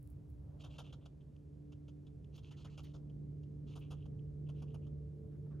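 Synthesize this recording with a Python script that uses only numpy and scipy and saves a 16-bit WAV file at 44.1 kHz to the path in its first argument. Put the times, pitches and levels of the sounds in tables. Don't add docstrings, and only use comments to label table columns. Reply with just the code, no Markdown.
import sys
import numpy as np
from scipy import signal
from scipy.fft import rfft, irfft, next_fast_len
from scipy.io import wavfile
from scipy.ndimage import map_coordinates

SR = 44100
rng = np.random.default_rng(int(sys.argv[2]) if len(sys.argv) > 2 else 0)


def generate_wav(sig):
    pcm = np.round(np.clip(np.atleast_2d(sig).T, -1, 1) * 32767).astype(np.int16)
    wavfile.write(sys.argv[1], SR, pcm)


N = 246958

# freq_hz [Hz], density_db [dB per Hz]
RUMBLE_SPECTRUM = [(30, -26.5), (45, -9), (58, -5.5), (80, -2.5), (115, -2.5), (155, -10.5), (260, -31.5)]
# time_s [s], level_db [dB]
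RUMBLE_LEVEL = [(0, -54), (.7, -54.5), (1.25, -60.5), (2.2, -57.5), (3.0, -54.5), (3.7, -55), (4.15, -51),
                (5.6, -54)]
# freq_hz [Hz], density_db [dB per Hz]
ROAR_SPECTRUM = [(100, -17), (175, 2.5), (205, -1), (250, -3), (320, -7), (420, -7), (520, -16), (700, -30),
                 (1300, -47.5)]
# freq_hz [Hz], density_db [dB per Hz]
WASH_SPECTRUM = [(350, -2.5), (560, 4), (800, -6.5), (1300, -16.5), (2200, -35)]
# time_s [s], half_width_s [s], rise_db [dB]
WASH_SWELLS = [(.68, 0.36, 12), (2.901, .3, 4), (4.698, 0.24, 5.5)]
# freq_hz [Hz], density_db [dB per Hz]
AIR_SPECTRUM = [(800, 6.5), (1800, 5), (3400, 1), (9000, -3), (12000, -4.5), (13200, -14.5)]
# freq_hz [Hz], likeness [-1 to 1]
FAR_ALIKE = [(70, 1), (130, 0.87), (220, 0.68), (330, 0.31), (640, 0.13), (1400, 0.57), (3000, 0.95),
             (7000, 0.89), (9000, 0.053)]
# time_s [s], level_db [dB]
HUM_LEVEL = [(0, -62), (.8, -56), (1.25, -59.5), (1.7, -56), (2.4, -55.5), (3.2, -48.5), (3.8, -49),
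             (4.55, -45.7), (5.25, -51.5), (5.6, -45.5)]
# time_s [s], level_db [dB]
OVERTONE_LEVEL = [(0, -65), (.8, -66.5), (1.3, -70), (1.7, -60), (2.1, -63), (2.35, -74), (2.9, -63.5),
                  (3.55, -62.5), (4.8, -65), (5.3, -68.5)]
# pitch_hz [Hz], first_db [dB], last_db [dB]
LOW_TONES = [(64.06, -62.5, -70), (73.6, -66, -58.5), (134.4, -63, -71)]
# pitch_hz [Hz], level_db [dB re their common level], left_lead_rad [rad]
MURMUR_TONES = [(343, -4.5, 0.4), (439, -1, 0.6), (559, -17, 1.8), (587, -14.5, 1.3)]
# time_s [s], level_db [dB]
MURMUR_LEVEL = [(0, -82), (1.0, -79.5), (3.75, -76), (4.35, -68), (4.85, -63.5), (5.6, -68)]
# start_s [s], length_s [s], level_db [dB], centre_hz [Hz]
SCUFFS = [(2.519, 0.042, -80.5, 1980), (2.575, 0.051, -79.5, 1250), (2.663, 0.039, -78, 2000),
          (2.707, 0.045, -83.5, 1150), (2.843, 0.032, -76.5, 2250), (5.311, .06, -86.5, 1550),
          (5.456, 0.028, -67.5, 430), (5.506, 0.03, -77, 1170), (5.511, 0.09, -82.5, 1500)]
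# start_s [s], length_s [s], level_db
# [dB]
RUSTLES = [(0.0, 0.13, -84), (0.285, 0.044, -91), (0.128, 0.62, -94), (2.353, 0.035, -80),
           (2.832, 0.024, -74), (3.783, 0.025, -78), (5.136, 0.35, -95)]
# start_s [s], envelope_peak_db [dB]
TICKS = [(0.0289, -58.5), (0.075, -54.5), (0.102, -57), (0.1075, -59.5), (0.1597, -66), (0.3021, -62)]
# freq_hz [Hz], density_db [dB per Hz]
BLADE_SPECTRUM = [(6000, -20), (9000, -8.5), (11500, -1.5), (15800, -2.5)]
# freq_hz [Hz], likeness [-1 to 1]
NEAR_ALIKE = [(500, 0.78), (1400, 1), (7500, 0.98), (9000, 1)]
# freq_hz [Hz], left_lead_rad [rad]
PORT_LEAD = [(1900, 0.3), (3600, .65), (6000, 0.37), (7700, -1), (8200, 1), (9900, 0.93), (15800, -5)]
# time_s [s], resonance [ratio], treble beamed at the microphone [dB], extra puff hiss [dB]
SNOUT = [(1.1, 1.043, -7, -5), (1.7, 1.03, -10, -4), (2.8, 1.03, -10, -1.5), (3.2, 1.017, -17, 0),
         (3.8, 1.01, -1, -5.5), (4.9, 1, 6, -7.5)]
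# freq_hz [Hz], density_db [dB per Hz]
NOSTRIL_SPECTRUM = [(2000, -23.5), (2380, -9.5), (2730, -2), (3020, 1.5), (3420, -3.5), (4100, -19),
                    (5200, -28.5), (6500, -25), (7800, -33)]
THROAT_SPECTRUM = [(280, -14), (500, 11), (750, 5.5), (1270, 4), (1490, -6.5), (1780, -26.5)]
# start_s [s], level_db [dB, nostril], growth_db [dB over the draw],
# hiss_db [dB re nostril]
DRAWS = [(0.597, -68.5, 4.5, -4.5), (0.696, -71.5, 4, -8), (0.841, -71, -6.5, -13), (1.013, -77, -5, -23),
         (2.331, -73, 9, -1), (2.43, -73.5, 0, -5.5), (2.568, -73, -1, -2), (2.698, -75.5, -2.5, -5.5),
         (2.838, -77, -10, -3), (3.671, -72, 1.5, -5.5), (3.81, -75, -11.5, -17.5),
         (3.968, -80.5, 2, -16.5), (4.466, -77.5, 4, -22), (4.545, -79, 8, -8.5), (4.677, -79, -4, -17),
         (4.824, -83, -3.5, -20)]
# freq_hz [Hz], density_db [dB per Hz]
SUCTION_SPECTRUM = [(2100, -12.5), (3800, 4.5), (4450, 3.5), (5200, -3), (6750, -1), (8200, -19),
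                    (12000, -20)]
# [dB, throat re nostril before trims]
PUFFS = [(0.635, 0.03, -61, -3), (0.779, 0.031, -58.5, 0.5), (0.923, 0.022, -63.5, -1),
         (1.053, 0.015, -63, -4.5), (1.203, 0.018, -78, -24), (1.361, 0.0067, -73.5, -12),
         (1.718, 0.018, -70, -2), (1.878, 0.02, -70.5, -4), (2.064, 0.017, -74, -5),
         (2.243, 0.0063, -70, -17), (2.374, 0.021, -64, -8), (2.505, 0.029, -66.5, -4),
         (2.642, 0.025, -65.5, 2.5), (2.772, 0.032, -63.5, 0), (2.934, 0.035, -73.5, 7),
         (3.094, 0.013, -76.5, -16.5), (3.43, 0.012, -76.5, -4.5), (3.751, 0.03, -65.5, 4),
         (3.901, 0.035, -65, 4.5), (4.051, 0.017, -76, 8), (4.189, 0.012, -79.5, -20),
         (4.485, 0.021, -67.5, 2.5), (4.617, 0.022, -70, 7.5), (4.74, 0.02, -69.5, 7.5),
         (4.864, 0.018, -77.5, 4.5)]
# freq_hz [Hz], density_db [dB per Hz]
HISS_SPECTRUM = [(2400, -8), (3650, -4), (4800, 0.5), (5600, -2), (6700, 0.5), (7400, -7.5), (8300, -21),
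                 (11500, -15.5), (13500, -33)]
# freq_hz [Hz], density_db [dB per Hz]
FIZZ_SPECTRUM = [(8000, -7), (9700, 6), (11800, -2), (14200, -1), (15800, -11.5)]

TOP_HZ = 15800
FIRING_HZ = 73.4
WASH_DB = -81.5
ROAR_DB, ROAR_FOLLOWS, ROAR_DB_PER_S = -64.5, 0.31, 1.0744
TURN_S, DRAW_TUNE = 0.0064, 0.97


def amp(db):
    return 10 ** (np.asarray(db) / 20)


def unit(x):
    return x / np.sqrt(np.mean(x ** 2) + 1e-20)


def clock():
    return np.arange(N) / SR


def along(points, hz):
    freq, value = np.transpose(points)
    return np.interp(np.log(hz + 1), np.log(freq + 1), value)


def curves(rows):
    time, *columns = np.transpose(rows)
    return [np.interp(clock(), time, column) for column in columns]


def wobble(rate):
    knots = rng.standard_normal(int(N * rate / SR) + 4)
    return map_coordinates(knots, [clock() * rate])


def filtered(x, response):
    size = next_fast_len(N + SR // 2)
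    spectrum = rfft(x, size) * response(np.fft.rfftfreq(size, 1 / SR))
    return irfft(spectrum, size)[..., :N]


def colour(pair, spectrum, alike):
    lowest, highest = spectrum[0][0], spectrum[-1][0]

    def response(hz):
        turn = np.arccos(np.clip(along(alike, hz), -1, 1)) / 2
        skirts = np.clip(hz / lowest, 0, 1) ** 2 / np.maximum(hz / highest, 1) ** 2
        return amp(along(spectrum, hz)) * skirts * np.array([np.cos(turn), np.sin(turn)])

    mid, side = filtered(pair, response)
    return np.array([mid + side, mid - side])


def rush(spectrum, alike, grain_db=0):
    noise = rng.standard_normal((2, N)) * amp(grain_db * wobble(1500))
    return unit(colour(noise, spectrum, alike))


def stroke(start, length, edge):
    t = clock() - start
    return (1 + np.tanh(t / edge)) * (1 + np.tanh((length - t) / edge)) / 4


def outdoors(air_db=-88, pan_db=-0.5):
    t = clock()
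    rumble_db, = curves(RUMBLE_LEVEL)
    hum_db, = curves(HUM_LEVEL)
    roar_db = ROAR_DB + ROAR_FOLLOWS * (hum_db - hum_db.mean()) + ROAR_DB_PER_S * t
    wash_db = WASH_DB + sum(db / (1 + ((t - s) / width) ** 2) for s, width, db in WASH_SWELLS)
    rumble = amp(rumble_db) * rush(RUMBLE_SPECTRUM, FAR_ALIKE)
    roar = amp(roar_db + 1.1 * wobble(9.5)) * rush(ROAR_SPECTRUM, FAR_ALIKE)
    traffic = amp(wash_db + 1.6 * wobble(7.8)) * rush(WASH_SPECTRUM, FAR_ALIKE)
    air = amp(air_db) * rush(AIR_SPECTRUM, FAR_ALIKE)
    return (rumble + roar + traffic) * amp([[pan_db], [-pan_db]]) + air


def tone(cycles, db, lead, waver_db, drift):
    phase = 2 * np.pi * cycles + drift * wobble(8.8)
    gain = np.sqrt(2) * amp(db + waver_db * wobble(16))
    return gain * np.sin([phase + lead / 2, phase - lead / 2])


def engine():
    t = clock()
    firings = FIRING_HZ * t
    hum = tone(2 * firings, curves(HUM_LEVEL)[0], lead=0.22, waver_db=0.76, drift=0.046)
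    hum += tone(4 * firings, curves(OVERTONE_LEVEL)[0], lead=1.18, waver_db=1.0, drift=0.041)
    for hz, first_db, last_db in LOW_TONES:
        hum += tone(hz * t, np.linspace(first_db, last_db, N), lead=0, waver_db=2.5, drift=0.12)
    murmur_db, = curves(MURMUR_LEVEL)
    for hz, db, lead in MURMUR_TONES:
        hum += tone(hz * t, murmur_db + db, lead, waver_db=3.0, drift=0.3)
    return hum * amp([[-1.2], [1.2]])


def garden(x, t60=0.18):
    t = clock()[:SR // 4]
    tail = rng.standard_normal((2, len(t))) * amp(-60 * t / t60)
    return signal.fftconvolve(x, tail / np.linalg.norm(tail[0]), axes=1)[:, :N]


def scuffs():
    out = np.zeros((2, N))
    for start, length, db, hz in SCUFFS:
        band = [(hz / 2, -11), (hz, 0), (hz * 1.37, -14)]
        out += amp(db) * stroke(start, length, edge=0.0041) * rush(band, NEAR_ALIKE, grain_db=2.5)
    return out


def grass(tick_life=0.00031):
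    t = clock()
    brushing = sum(amp(db) * stroke(s, length, edge=0.0046) for s, length, db in RUSTLES)
    snaps = sum(amp(db) * (t >= s) * np.exp(-np.abs(t - s) / tick_life) for s, db in TICKS)
    rustle = brushing * rush(BLADE_SPECTRUM, NEAR_ALIKE, grain_db=4)
    return rustle + snaps * rush(BLADE_SPECTRUM, NEAR_ALIKE)


def breathy(spectrum, wander, grain_db=0, give=1, tune=1):
    flare = tune * curves(SNOUT)[0] ** give
    place = np.cumsum(flare + wander * wobble(25))
    noise = rush(spectrum, NEAR_ALIKE, grain_db)
    return np.array([map_coordinates(side, [place], mode="mirror") for side in noise])


def draws(throat_db=-6.0, fizz_db=-16, hiss_swell=2.0, flutter_db=0.4, rasp_db=1.0):
    nostril, hiss = np.zeros((2, N))
    for start, db, growth_db, hiss_db in DRAWS:
        next_puff = min(s for s, *_ in PUFFS if s > start)
        span = next_puff - TURN_S - start
        flow = amp(db) * stroke(start, span, edge=0.0064)
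        swell_db = growth_db * np.clip((clock() - start) / span - 0.5, -0.5, 0.5)
        nostril += amp(swell_db) * flow
        hiss += amp(hiss_db + hiss_swell * swell_db) * flow
    aim_db = curves(SNOUT)[1]
    hollow = breathy(NOSTRIL_SPECTRUM, wander=0.028, grain_db=4.5, tune=DRAW_TUNE)
    hollow += amp(throat_db) * breathy(THROAT_SPECTRUM, wander=0.013)
    jet = breathy(SUCTION_SPECTRUM, wander=0.043, grain_db=1.0, give=0)
    jet += amp(fizz_db + aim_db) * rush(FIZZ_SPECTRUM, NEAR_ALIKE)
    flutter = unit(amp(flutter_db * wobble(520)))
    rasp = unit(amp(rasp_db * wobble(700)))
    return nostril * hollow * flutter + hiss * jet * rasp


def burst(start, length, sag):
    u = np.maximum(clock() - start, 0)
    rise = 0.0014 + 0.14 * length
    onset = 1 - np.exp(-(u / rise) ** 2)
    return onset * np.exp(-sag * u / length) / np.sqrt(1 + (u / length) ** 7)


def puffs(full_jet_db=-68, fizz_db=-5, throat_pan_db=1):
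    nostril_trim_db, throat_trim_db, hiss_trim_db = 2.5, 3.0, 0.5
    hiss_per_openness = 0.48
    nostril, throat, hiss = np.zeros((3, N))
    for start, length, db, open_db in PUFFS:
        flow = burst(start, length, sag=0.77)
        nostril += amp(db + nostril_trim_db) * flow
        throat += amp(db + open_db + throat_trim_db) * burst(start + 0.0009, length, sag=0.5)
        hiss += amp(db + hiss_per_openness * open_db + hiss_trim_db) * flow ** 0.92
    _, aim_db, extra_db = curves(SNOUT)
    hiss = hiss * amp(extra_db)
    throat = throat * amp([[throat_pan_db], [-throat_pan_db]])
    fizz = amp(fizz_db + aim_db) * hiss * np.sqrt(hiss / amp(full_jet_db))
    hollow = nostril * breathy(NOSTRIL_SPECTRUM, wander=0.035, grain_db=1.5)
    hollow += throat * breathy(THROAT_SPECTRUM, wander=0.015, grain_db=-2.5, give=2.5)
    jet = hiss * rush(HISS_SPECTRUM, NEAR_ALIKE, grain_db=4.0)
    jet += fizz * rush(FIZZ_SPECTRUM, NEAR_ALIKE, grain_db=5.0)
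    flutter = amp(1.2 * wobble(190))
    return flutter * (hollow + jet)


def scene():
    near = scuffs() + grass() + draws() + puffs()
    half_lead = np.array([[0.5], [-0.5]])
    hedgehog = filtered(near, lambda hz: np.exp(1j * along(PORT_LEAD, hz) * half_lead))
    return outdoors() + engine() + amp(-12.0) * garden(hedgehog) + hedgehog


def record(dry):
    return filtered(dry, lambda hz: hz < TOP_HZ)


dry = scene()
out = record(dry)
generate_wav(out)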